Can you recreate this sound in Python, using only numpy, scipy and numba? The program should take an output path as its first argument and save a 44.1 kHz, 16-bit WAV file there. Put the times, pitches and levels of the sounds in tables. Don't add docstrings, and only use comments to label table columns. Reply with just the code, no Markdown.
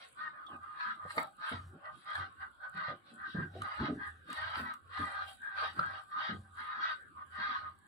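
import sys
import numpy as np
from scipy import signal
from scipy.fft import rfft, irfft
from scipy.io import wavfile
from scipy.ndimage import uniform_filter1d
from numba import njit

SR = 44100
rng = np.random.default_rng(int(sys.argv[2]) if len(sys.argv) > 2 else 0)


def dump(signal):
    limited = np.clip(np.atleast_2d(signal).T, -1, 1)
    pcm = np.round(limited * 32767).astype(np.int16)
    wavfile.write(sys.argv[1], SR, pcm)


def field_ratio(decibels):
    return 10 ** (np.asarray(decibels, dtype=float) / 20)


N = 347067
TIME = np.arange(N) / SR
FREQ = np.arange(N // 2 + 1) * SR / N


def unit(x):
    return x / np.sqrt(np.mean(x ** 2))


def noise(*shape):
    return rng.standard_normal(shape)


def colour(x, points):
    hz, db = np.transpose(points)
    return irfft(rfft(x) * field_ratio(np.interp(np.log(FREQ + 1), np.log(hz), db)), N)


def lift(x, peaks):
    db = sum(d / (1 + (2 * (FREQ - f) / w) ** 2) for f, w, d in peaks)
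    return irfft(rfft(x) * field_ratio(db), N)


def band(x, lo_hz, hi_hz):
    return signal.sosfilt(signal.butter(4, [lo_hz, hi_hz], "band", fs=SR, output="sos"), x)


def walk(rate):
    k = int(SR / rate)
    steps = np.repeat(noise(N // k + 1), k)
    return 1.3 * uniform_filter1d(uniform_filter1d(steps, k), k)[:N]


def place(x, pan_db, lead_s):
    late = irfft(rfft(x) * np.exp(-2j * np.pi * FREQ * lead_s), N)
    return np.array([x * field_ratio(pan_db / 2), late * field_ratio(-pan_db / 2)])


def fade(start_s, t60):
    return np.exp(-np.log(1000) * np.clip(TIME - start_s, 0, None) / t60)


def ring(start_s, hz, t60, rise_s):
    t = np.clip(TIME - start_s, 0, None)
    return np.sin(2 * np.pi * hz * t) * (1 - np.exp(-t / rise_s)) * fade(start_s, t60)


@njit
def svf(x, hz, width):
    y, b, l = np.empty(len(x)), 0., 0.
    for i in range(len(x)):
        g, k = np.tan(np.pi * hz[i] / SR), width / hz[i]
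        v = (b + g * (x[i] - l)) / (1 + g * (g + k))
        b, l, y[i] = 2 * v - b, l + 2 * g * v, k * v
    return y


def swells(s, hold_s, db, rise_db_s, fall_db_s):
    t, start, end = TIME[::64], np.c_[s], np.c_[s + np.abs(hold_s)]
    rise = rise_db_s * np.clip(start - t, 0, 1)
    fall = fall_db_s * np.clip(t - end, 0, 1)
    return field_ratio(2 * (np.c_[db] - rise - fall))


def total_db(power, rest_db):
    return np.interp(TIME, TIME[::64], 10 * np.log10(power.sum(0) + field_ratio(2 * rest_db)))


def loudest(power, values):
    return np.interp(TIME, TIME[::64], np.dot(values, power) / power.sum(0))


# (full voice at [s], hold [s], effort [dB], bill rasp [dB], chest [dB])
HONKS = [(0.024, 0.0042, -58.0, 4.5, -2.5), (0.196, 0.076, -41.0, -20.5, -24.5),
         (0.797, 0.11, -38.0, -18.5, -26), (1.182, 0.021, -37.5, -12.0, -4),
         (1.432, 0.12, -39.0, -14, -17.5), (2.089, 0.13, -39.5, -13.5, -15.5),
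         (2.764, 0.13, -38.0, -16.5, -19), (3.639, 0.13, -41.0, -14.0, -13.5),
         (3.81, 0.054, -36.0, -14.0, -12.5), (4.298, 0.15, -43.0, -12, -29),
         (4.363, 0.23, -39.0, -12.5, -14.5), (4.638, 0.07, -40.0, -20.5, -22.5),
         (4.93, 0.11, -41.0, -14.5, -34), (4.971, 0.26, -40.0, -16, -15), (5.283, 0.011, -52.0, -2, -6),
         (5.581, 0.081, -36.0, -9.5, -16), (5.781, 0.2, -41.5, -18, -16.0),
         (6.123, 0.15, -43.0, -18.5, -22), (6.201, 0.1, -38.0, -10, -16.5),
         (6.588, 0.21, -39.5, -19, -23.5), (6.82, 0.078, -36.5, -10.5, -21.5),
         (7.337, 0.042, -42.5, -17.0, -25), (7.4, 0.16, -35.5, -16, -23)]
# (full voice at [s], hold [s], effort [dB], chest [dB], mouth resonance [Hz])
CLUCKS = [(0.2, 0.02, -46.0, -26.0, 1100.0), (0.341, 0.096, -49.0, -18, 1302),
          (0.502, 0.052, -49.0, -7.0, 1210), (0.638, 0.132, -47.0, -22.5, 1274),
          (1.0, 0.1, -49.0, -15, 1220), (1.729, 0.12, -70.0, 3, 1220), (1.851, 0.037, -45.0, -10, 1180),
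          (2.31, 0.011, -57.0, -40, 1220), (2.421, 0.0022, -38.5, -22, 1346.0),
          (2.64, 0.0039, -40.0, -14, 1425), (3.054, 0.13, -62.0, -8.5, 1427),
          (3.201, 0.062, -43.0, -29, 1360), (3.361, 0.07, -41.0, -35, 1560), (3.54, 0.032, -57.0, -1, 1400),
          (3.998, 0.079, -43.0, -21, 1680), (5.43, 0.14, -43.0, -37, 1590),
          (6.451, 0.014, -59.0, -15, 1520), (6.99, 0.024, -55.5, -42, 1740),
          (7.173, 0.045, -51.0, -17.5, 1120), (7.61, 0.063, -47, -15.5, 1240)]
# (time [s], hold [s], level [dB])
HISSES = [(1.1, 0.024, -54), (1.93, 0.083, -65.5), (3.07, 0.039, -65), (3.267, 0.062, -59),
          (3.548, .05, -61), (4.03, 0.036, -61), (0.495, 0.032, -74), (7.635, .06, -70.5)]
HONK_MOUTH_HZ, CLUCK_RASP_DB = 1311, -28
CALL_RISE_DB_S, CALL_FALL_DB_S, MURMUR_DB = 450, 300, -76
RASP_STEEPNESS, CHEST_STEEPNESS = 0.94, 0.8


def calls():
    honks, clucks = np.transpose(HONKS), np.transpose(CLUCKS)
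    s, hold_s, db = np.concatenate([honks[:3], clucks[:3]], axis=1)
    rasp_db = np.r_[honks[3], CLUCK_RASP_DB + 0 * clucks[3]]
    chest_db = np.r_[honks[4], clucks[3]]
    mouth_hz = np.r_[HONK_MOUTH_HZ + 0 * honks[3], clucks[4]]

    def layer(level_db, steep):
        return swells(s, hold_s, level_db, steep * CALL_RISE_DB_S, steep * CALL_FALL_DB_S)

    voice = layer(db, 0.99)
    hisses = swells(*np.transpose(HISSES), CALL_RISE_DB_S, CALL_FALL_DB_S)
    rasp = np.r_[layer(db + rasp_db, RASP_STEEPNESS), hisses]
    chest = layer(db + chest_db, CHEST_STEEPNESS)
    return (total_db(voice, MURMUR_DB), total_db(rasp, MURMUR_DB - 7.0),
            total_db(chest, MURMUR_DB - 10.5), loudest(voice, mouth_hz))


@njit
def pulses(hz, stretch, size):
    out, phase, p, k = np.zeros(len(hz) + 1), np.empty(len(hz)), 0., 0
    for i in range(len(hz)):
        step = hz[i] * stretch[k] / SR
        p += step
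        if p >= 1:
            p, k = p - 1, k + 1
            out[i] += size[k] * p / step
            out[i + 1] += size[k] * (1 - p / step)
        phase[i] = p
    return out[:-1], phase


JITTER, SHIMMER_DB, BREATH_DB = .028, 4, 0


def goose(hz, pan_db, lead_s):
    chance = noise(N // 60, 2).T
    slaps, phase = pulses(hz, 1 + JITTER * chance[0], field_ratio(SHIMMER_DB * chance[1]))
    puff = np.exp(-phase / 0.5) * noise(2, N)
    slaps = place(unit(slaps - slaps.mean()), pan_db, lead_s)
    return field_ratio(1.1 * walk(30)) * (slaps + field_ratio(BREATH_DB) * unit(puff))


PEN_T60_S, PEN_DB = 0.13, 1


def pen(dry):
    t = TIME[:SR // 4]
    scatter = noise(2, len(t)) * np.exp(-np.log(1000) * t / PEN_T60_S)
    scatter /= np.sqrt(np.sum(scatter ** 2, axis=1, keepdims=True))
    return dry + field_ratio(PEN_DB) * signal.fftconvolve(dry[::-1], scatter, axes=1)[:, :N]


# (pitch [Hz], level [dB], left minus right [dB], left lead [s])
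BIRDS = [(411.7, -1.5, 1.5, .0002), (313.4, -2, 1.5, -0.0081), (397.5, -2.5, -2.5, -0.0041)]
# (frequency [Hz], level [dB per Hz])
THROAT = [(260, -75.5), (450, -0.5), (588, -9.5), (719, -5), (805, -11), (1050, -2), (1200, -9),
          (1380, -3.5), (1610, -5.5), (2350, -7.5), (3840, -4.5), (5030, -11.5), (6500, -35.5),
          (8450, -86.5), (14300, -120)]
# (frequency [Hz], width [Hz], lift [dB])
WINDPIPE = [(820, 40, 2.5), (1225, 50, 6.5), (1580, 90, 2), (1880, 40, 1), (3810, 200, 3), (5150, 350, -9),
            (5600, 300, 2)]
SAG_PER_DB, WANDER = .003, .03
MOUTH_SAG_PER_DB, MOUTH_WIDTH_HZ = .0025, 596.0


def flock():
    effort_db, rasp_db, chest_db, mouth_hz = uniform_filter1d(calls(), size=900)
    sag = 1 + SAG_PER_DB * np.clip(effort_db + 40, -25, 5)
    mouth_hz = mouth_hz * (1 + MOUTH_SAG_PER_DB * np.clip(effort_db + 46.5, -25, 10))
    voices = 0
    for hz, db, pan_db, lead_s in BIRDS:
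        level = field_ratio(db + 3.7 * walk(5))
        voices = voices + level * goose(hz * sag * (1 + WANDER * walk(6)), pan_db, lead_s)
    voices /= np.sqrt(uniform_filter1d(np.mean(voices ** 2, 0), SR // 12))
    throat = lift(colour(voices, THROAT), WINDPIPE)

    def mouth(x):
        return svf(svf(x, mouth_hz, MOUTH_WIDTH_HZ), mouth_hz, MOUTH_WIDTH_HZ)

    broad = unit(band(throat, 932, 1996))
    narrow = unit(np.array([mouth(x) for x in broad]))
    opening = np.clip((effort_db + 60.5) / 25, .08, .9)
    honk = np.sqrt(opening) * broad + np.sqrt(1 - opening) * narrow
    rasp = field_ratio(rasp_db + 1.2 * walk(14) - 4.5) * unit(band(throat, 1710, 8900))
    chest = field_ratio(chest_db - 3.5) * unit(band(throat, 531, 894))
    return pen(field_ratio(effort_db - 5.5) * honk + rasp + chest)


# (time [s], peak [dB], plank [Hz], t60 [s], upper modes [dB])
KNOCKS = [(0.498, -53, 300.5, 0.13, -20), (0.859, -59, 228.7, 0.53, -19), (1.05, -47, 169.7, 0.1, -1),
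          (1.171, -36.5, 282, 0.12, 1), (1.514, -40, 243, 0.18, -5), (2.744, -51, 182.9, 0.36, -20),
          (2.88, -46.5, 145, 0.2, 1.5), (2.909, -48, 352, 0.18, -2.5), (3.116, -55.5, 228.6, 0.36, -40),
          (3.346, -31.5, 184.1, 0.17, -17), (3.383, -33.5, 161.4, 0.25, -22.5),
          (3.549, -46.5, 375, 0.3, -2), (3.883, -33.5, 291.5, 0.3, -14), (4.285, -49, 297.1, 0.17, -8),
          (4.595, -43.5, 251.9, 0.35, -14), (4.993, -40.5, 285.7, 0.22, -24), (5.619, -56, 406.3, 0.19, 7),
          (5.786, -38, 170.2, 0.15, -10.5), (6.291, -41, 213.3, 0.38, -15.5),
          (7.38, -53, 219.9, 0.24, -17.5), (7.488, -55, 257.7, 0.21, -19)]
# (frequency ratio [1], level [dB])
PLANK = [(1, 5), (.62, -3), (0.87, 1.5), (1.47, -6.5)]
# (frequency [Hz], level [dB])
PLANK_TOP = [(500, 5.5), (600, 6.5), (700, 6), (780, 0)]


def knocks():
    out, rattle = 0, unit(band(noise(2, N), 130, 650))
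    for (s, db, hz, t60, top_db), spread in zip(KNOCKS, noise(len(KNOCKS), 4)):
        t60 = max(t60, .03)
        low = sum(field_ratio(d) * ring(s, hz * r, t60, 0.0037) for r, d in PLANK)
        top = 0
        for (f, d), e in zip(PLANK_TOP, spread):
            top = top + field_ratio(d) * ring(s, f * (1 + 0.046 * e), 0.77 * t60, 0.0033)
        loose = (TIME >= s) * fade(s, t60) * rattle
        out = out + field_ratio(db - 5.0) * (low + field_ratio(top_db + 1.0) * top + field_ratio(-7.0) * loose)
    return band(out, 30, 1020)


# (time [s], hold [s], level [dB], pitch [Hz])
BOOMS = [(0.537, 0.085, -63, 86.0), (1.049, 0.003, -57.5, 93.05), (1.193, 0.0018, -69, 89.0),
         (1.548, 0.1284, -49, 90.0), (2.185, 0.0077, -48.5, 90.2), (2.406, 0.001, -61, 85.93),
         (2.743, 0.012, -71, 90.1), (2.887, 0.0074, -59.5, 100.8), (3.145, 0.162, -79.0, 84.9),
         (3.365, 0.27, -53.5, 94.5), (3.574, 0.0234, -47.5, 96.4), (3.81, 0.00033, -47.5, 73.84),
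         (3.928, 0.03, -49, 86.04), (4.076, 0.11, -57.5, 81.87), (4.387, 0.12, -56, 86.48),
         (4.562, 0.067, -54.5, 82.93), (4.859, 0.034, -60, 89.78), (5.003, 0.012, -46.5, 86.53),
         (5.15, 0.13, -63.5, 86.36), (5.399, 0.4, -77.5, 92.3), (5.575, 0.19, -62.5, 83.22),
         (5.789, 0.16, -62.5, 94.6), (6.344, 0.063, -50, 92.16), (6.502, 0.158, -66.5, 85.8),
         (6.845, 0.21, -74, 83.55), (7.162, 0.146, -66.5, 79.7), (7.346, 0.15, -64, 82.5),
         (7.593, 0.16, -64.5, 83.64)]
# (time [s], hold [s], level [dB])
SHUFFLES = [(0.203, .05, -76), (0.64, 0.048, -73), (1.628, 0.048, -81), (1.733, .02, -61),
            (2.202, 0.024, -57), (2.44, 0.031, -77), (3.59, 0.045, -52), (3.811, 0.043, -40),
            (3.961, 0.013, -42), (4.58, 0.079, -55), (5.3, 0.029, -66.5), (5.772, 0.061, -48),
            (7.185, 0.064, -71.5)]
BOOM_RISE_DB_S, BOOM_FALL_DB_S, BOOM_REST_DB = 501.5, 212.5, -84.5
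SHUFFLE_RISE_DB_S, SHUFFLE_FALL_DB_S, SHUFFLE_REST_DB = 1101, 248.5, -72.5
SCUFF_DB, SCUFF_S, SCUFF_LAG_S = -9, 0.029, 0.019


def frame():
    s, hold_s, db, hz = np.transpose(BOOMS)
    steps = swells(s, hold_s, db, BOOM_RISE_DB_S, BOOM_FALL_DB_S)
    boom_db, boom_hz = total_db(steps, BOOM_REST_DB), loudest(steps, hz)
    scuffs = [(knock[0] + SCUFF_LAG_S, SCUFF_S, knock[1] + SCUFF_DB) for knock in KNOCKS]
    rubs = np.transpose(list(SHUFFLES) + scuffs)
    shuffle_db = total_db(swells(*rubs, SHUFFLE_RISE_DB_S, SHUFFLE_FALL_DB_S), SHUFFLE_REST_DB)
    hum = np.sin(2 * np.pi * np.cumsum(boom_hz) / SR)
    boom = hum + 0.38 * unit(svf(noise(N), boom_hz, 27.0))
    mid, side = (field_ratio(6.1 * walk(29)) * band(noise(N), 115, 372) for _ in range(2))
    low = field_ratio(boom_db - 0.7) * unit(boom) + field_ratio(shuffle_db - 2.5) * unit(mid)
    return low + field_ratio(shuffle_db - 15.0) * unit(side) * np.array([[1], [-1]])


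# (time [s], peak [dB], ring [Hz], treble [dB])
TICKS = [(0.7704, -54, 1170, -39), (0.8087, -31.5, 1540, -33), (1.1057, -29.5, 1580, -49),
         (1.1791, -18.5, 1232, -53), (1.5227, -28, 1350, -38), (1.8554, -43, 1208, -47),
         (2.1536, -25.5, 1730, -19.5), (3.619, -28, 1208, -12.5), (3.8, -32, 1517, -44),
         (4.3019, -34, 1260, -14.5), (4.3289, -33, 1199, -8), (4.5551, -26.5, 1559, -54),
         (4.7378, -38.5, 1230, -8), (4.975, -29, 1736, -45), (5.793, -26, 1350, -45),
         (7.4003, -31, 1229, -51)]


def ticks():
    rings, dull, crisp, hiss = 0, 0, 0, noise(N)
    for s, db, hz, treble_db in TICKS:
        crack = field_ratio(db) * (TIME >= s) * np.exp(-np.clip(TIME - s, 0, 1) / 0.0032) * hiss
        rings = rings + field_ratio(db) * ring(s, hz, .022, .0003)
        dull = dull + crack
        crisp = crisp + field_ratio(treble_db) * crack
    body = field_ratio(-1.5) * band(rings, 600, 5000)
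    body += field_ratio(4) * band(dull, 800, 1900) + field_ratio(-5) * band(dull, 1900, 4200)
    near = place(body, -.7, .0002)
    treble = field_ratio(-14) * band(crisp, 6500, 12500) + field_ratio(-4) * band(crisp, 2200, 6000)
    treble += field_ratio(-20) * band(crisp, 12500, 15800)
    return (near + pen(near)) / 2 + treble


# (time [s], hold [s], rustle [dB], crispness [dB])
TUGS = [(0.056, 0.077, -74.5, -14.5), (0.479, 0.0096, -81, -40.0), (1.121, 0.06, -62, -14),
        (1.168, 0.024, -62.5, -3), (1.295, 0.063, -75, -9), (1.494, 0.002, -64, -18.0),
        (1.702, 0.003, -77.5, -9), (1.975, 0.03, -74, -20.0), (2.173, 0.003, -64.5, -21),
        (2.687, 0.14, -80, -21.0), (3.15, 0.006, -68, -33), (3.298, 0.0065, -75, -14),
        (3.626, 0.003, -70, -28), (3.751, 0.016, -71, -15), (4.065, 0.032, -71.5, -19),
        (4.312, 0.064, -66, -14), (4.585, 0.032, -63, -9), (4.741, 0.012, -71, -15),
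        (4.951, 0.19, -73.5, -23), (5.28, 0.067, -67, -11), (5.408, 0.034, -72, -22),
        (5.599, 0.2, -70, -17.0), (5.753, 0.055, -74.0, -16), (6.001, 0.097, -77, -20.0),
        (6.55, 0.124, -74, -22), (6.877, 0.083, -79, -28), (7.275, 0.089, -71.5, -41.5),
        (7.748, 0.393, -85, -21.0)]
TUG_RISE_DB_S, TUG_FALL_DB_S, RUSTLE_REST_DB, CRISP_REST_DB = 298, 221.5, -81, -96
CRISP_PAN_DB = 8


def leaves():
    s, hold_s, db, crisp_db = np.transpose(TUGS)
    rustle_db = total_db(swells(s, hold_s, db, TUG_RISE_DB_S, TUG_FALL_DB_S), RUSTLE_REST_DB)
    crisp_db = total_db(swells(s, hold_s, db + crisp_db, TUG_RISE_DB_S, TUG_FALL_DB_S), CRISP_REST_DB)
    snap_db = 3 * rng.exponential(size=N // 40 + 1).repeat(40)[:N]
    snaps = noise(2, N) * field_ratio(snap_db)
    body, crisp = unit(band(snaps, 6900, 10920)), unit(band(snaps, 12140, 15700))
    pan_db = CRISP_PAN_DB * np.array([[.5], [-.5]])
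    rustle = field_ratio(rustle_db + 2.3 * walk(7.8) - 10.0) * body
    return rustle + field_ratio(crisp_db + 2.2 * walk(11) - 1.2 + pan_db) * crisp


# (time [s], length [s], from [Hz], to [Hz])
CHIRP = (.466, .1, 3600, 2450)
CHIRP_DB = -54


def chirp():
    start_s, length_s, from_hz, to_hz = CHIRP
    part = np.clip((TIME - start_s) / length_s, 0, 1)
    hz = from_hz * (to_hz / from_hz) ** part
    whistle = unit(svf(svf(noise(N), hz, 450.), hz, 450.))
    level = field_ratio(CHIRP_DB - 14 * part + 3 * walk(40)) * (part > 0) * (part < 1)
    return place(level * whistle, -8, -.0002)


# (frequency [Hz], level [dB per Hz])
YARD = [(15, -57), (25, -16), (103, -8), (444, -17), (879, -19.5), (1220, -6), (1590, -6.5), (2200, -22.5),
        (3790, -25), (7000, -74.5), (9100, -106), (15400, -120)]
YARD_DB = -66


def yard():
    murmur = unit(colour(noise(2, N), YARD))
    edges = 25 * 2 ** np.arange(0, 8.6, .5)
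    flutter = sum(field_ratio(5.5 * walk(12)) * band(murmur, lo, hi) for lo, hi in zip(edges, edges[1:]))
    return field_ratio(YARD_DB - 2.5) * flutter


def scene():
    return flock() + chirp() + knocks() + frame() + ticks() + leaves() + yard()


HUSH_SHARPNESS, HUSH_PATCH_DB, HUSH_TRIM_DB = .36, 2.8, -2


def hush(x):
    spec = signal.stft(x, nperseg=1024, noverlap=768)[2]
    held = uniform_filter1d(np.abs(spec) ** 2, size=9, axis=2) + 1e-20
    gain = (held / uniform_filter1d(held, size=25, axis=1)) ** HUSH_SHARPNESS
    patches = uniform_filter1d(noise(*spec.shape[1:]), size=7, axis=0)
    patches = uniform_filter1d(patches, size=14, axis=1)
    gain *= field_ratio(HUSH_TRIM_DB + HUSH_PATCH_DB * unit(patches))
    above_bass = np.clip(np.arange(spec.shape[1]) / 30, .25, 1)[:, None]
    return signal.istft(spec * gain ** above_bass, nperseg=1024, noverlap=768)[1][:, :N]


def low_pass(x):
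    return signal.sosfilt(signal.butter(12, 15890, fs=SR, output="sos"), x)


# (frequency [Hz], width [Hz], lift [dB])
PORTS = [(10080, 1330, 15.5), (8125, 1660, 15.5)]


def record(dry):
    ports = np.array([lift(x, [port]) for x, port in zip(dry, PORTS)])
    mix = hush(ports)
    return low_pass(mix)


dry = scene()
out = record(dry)
dump(out)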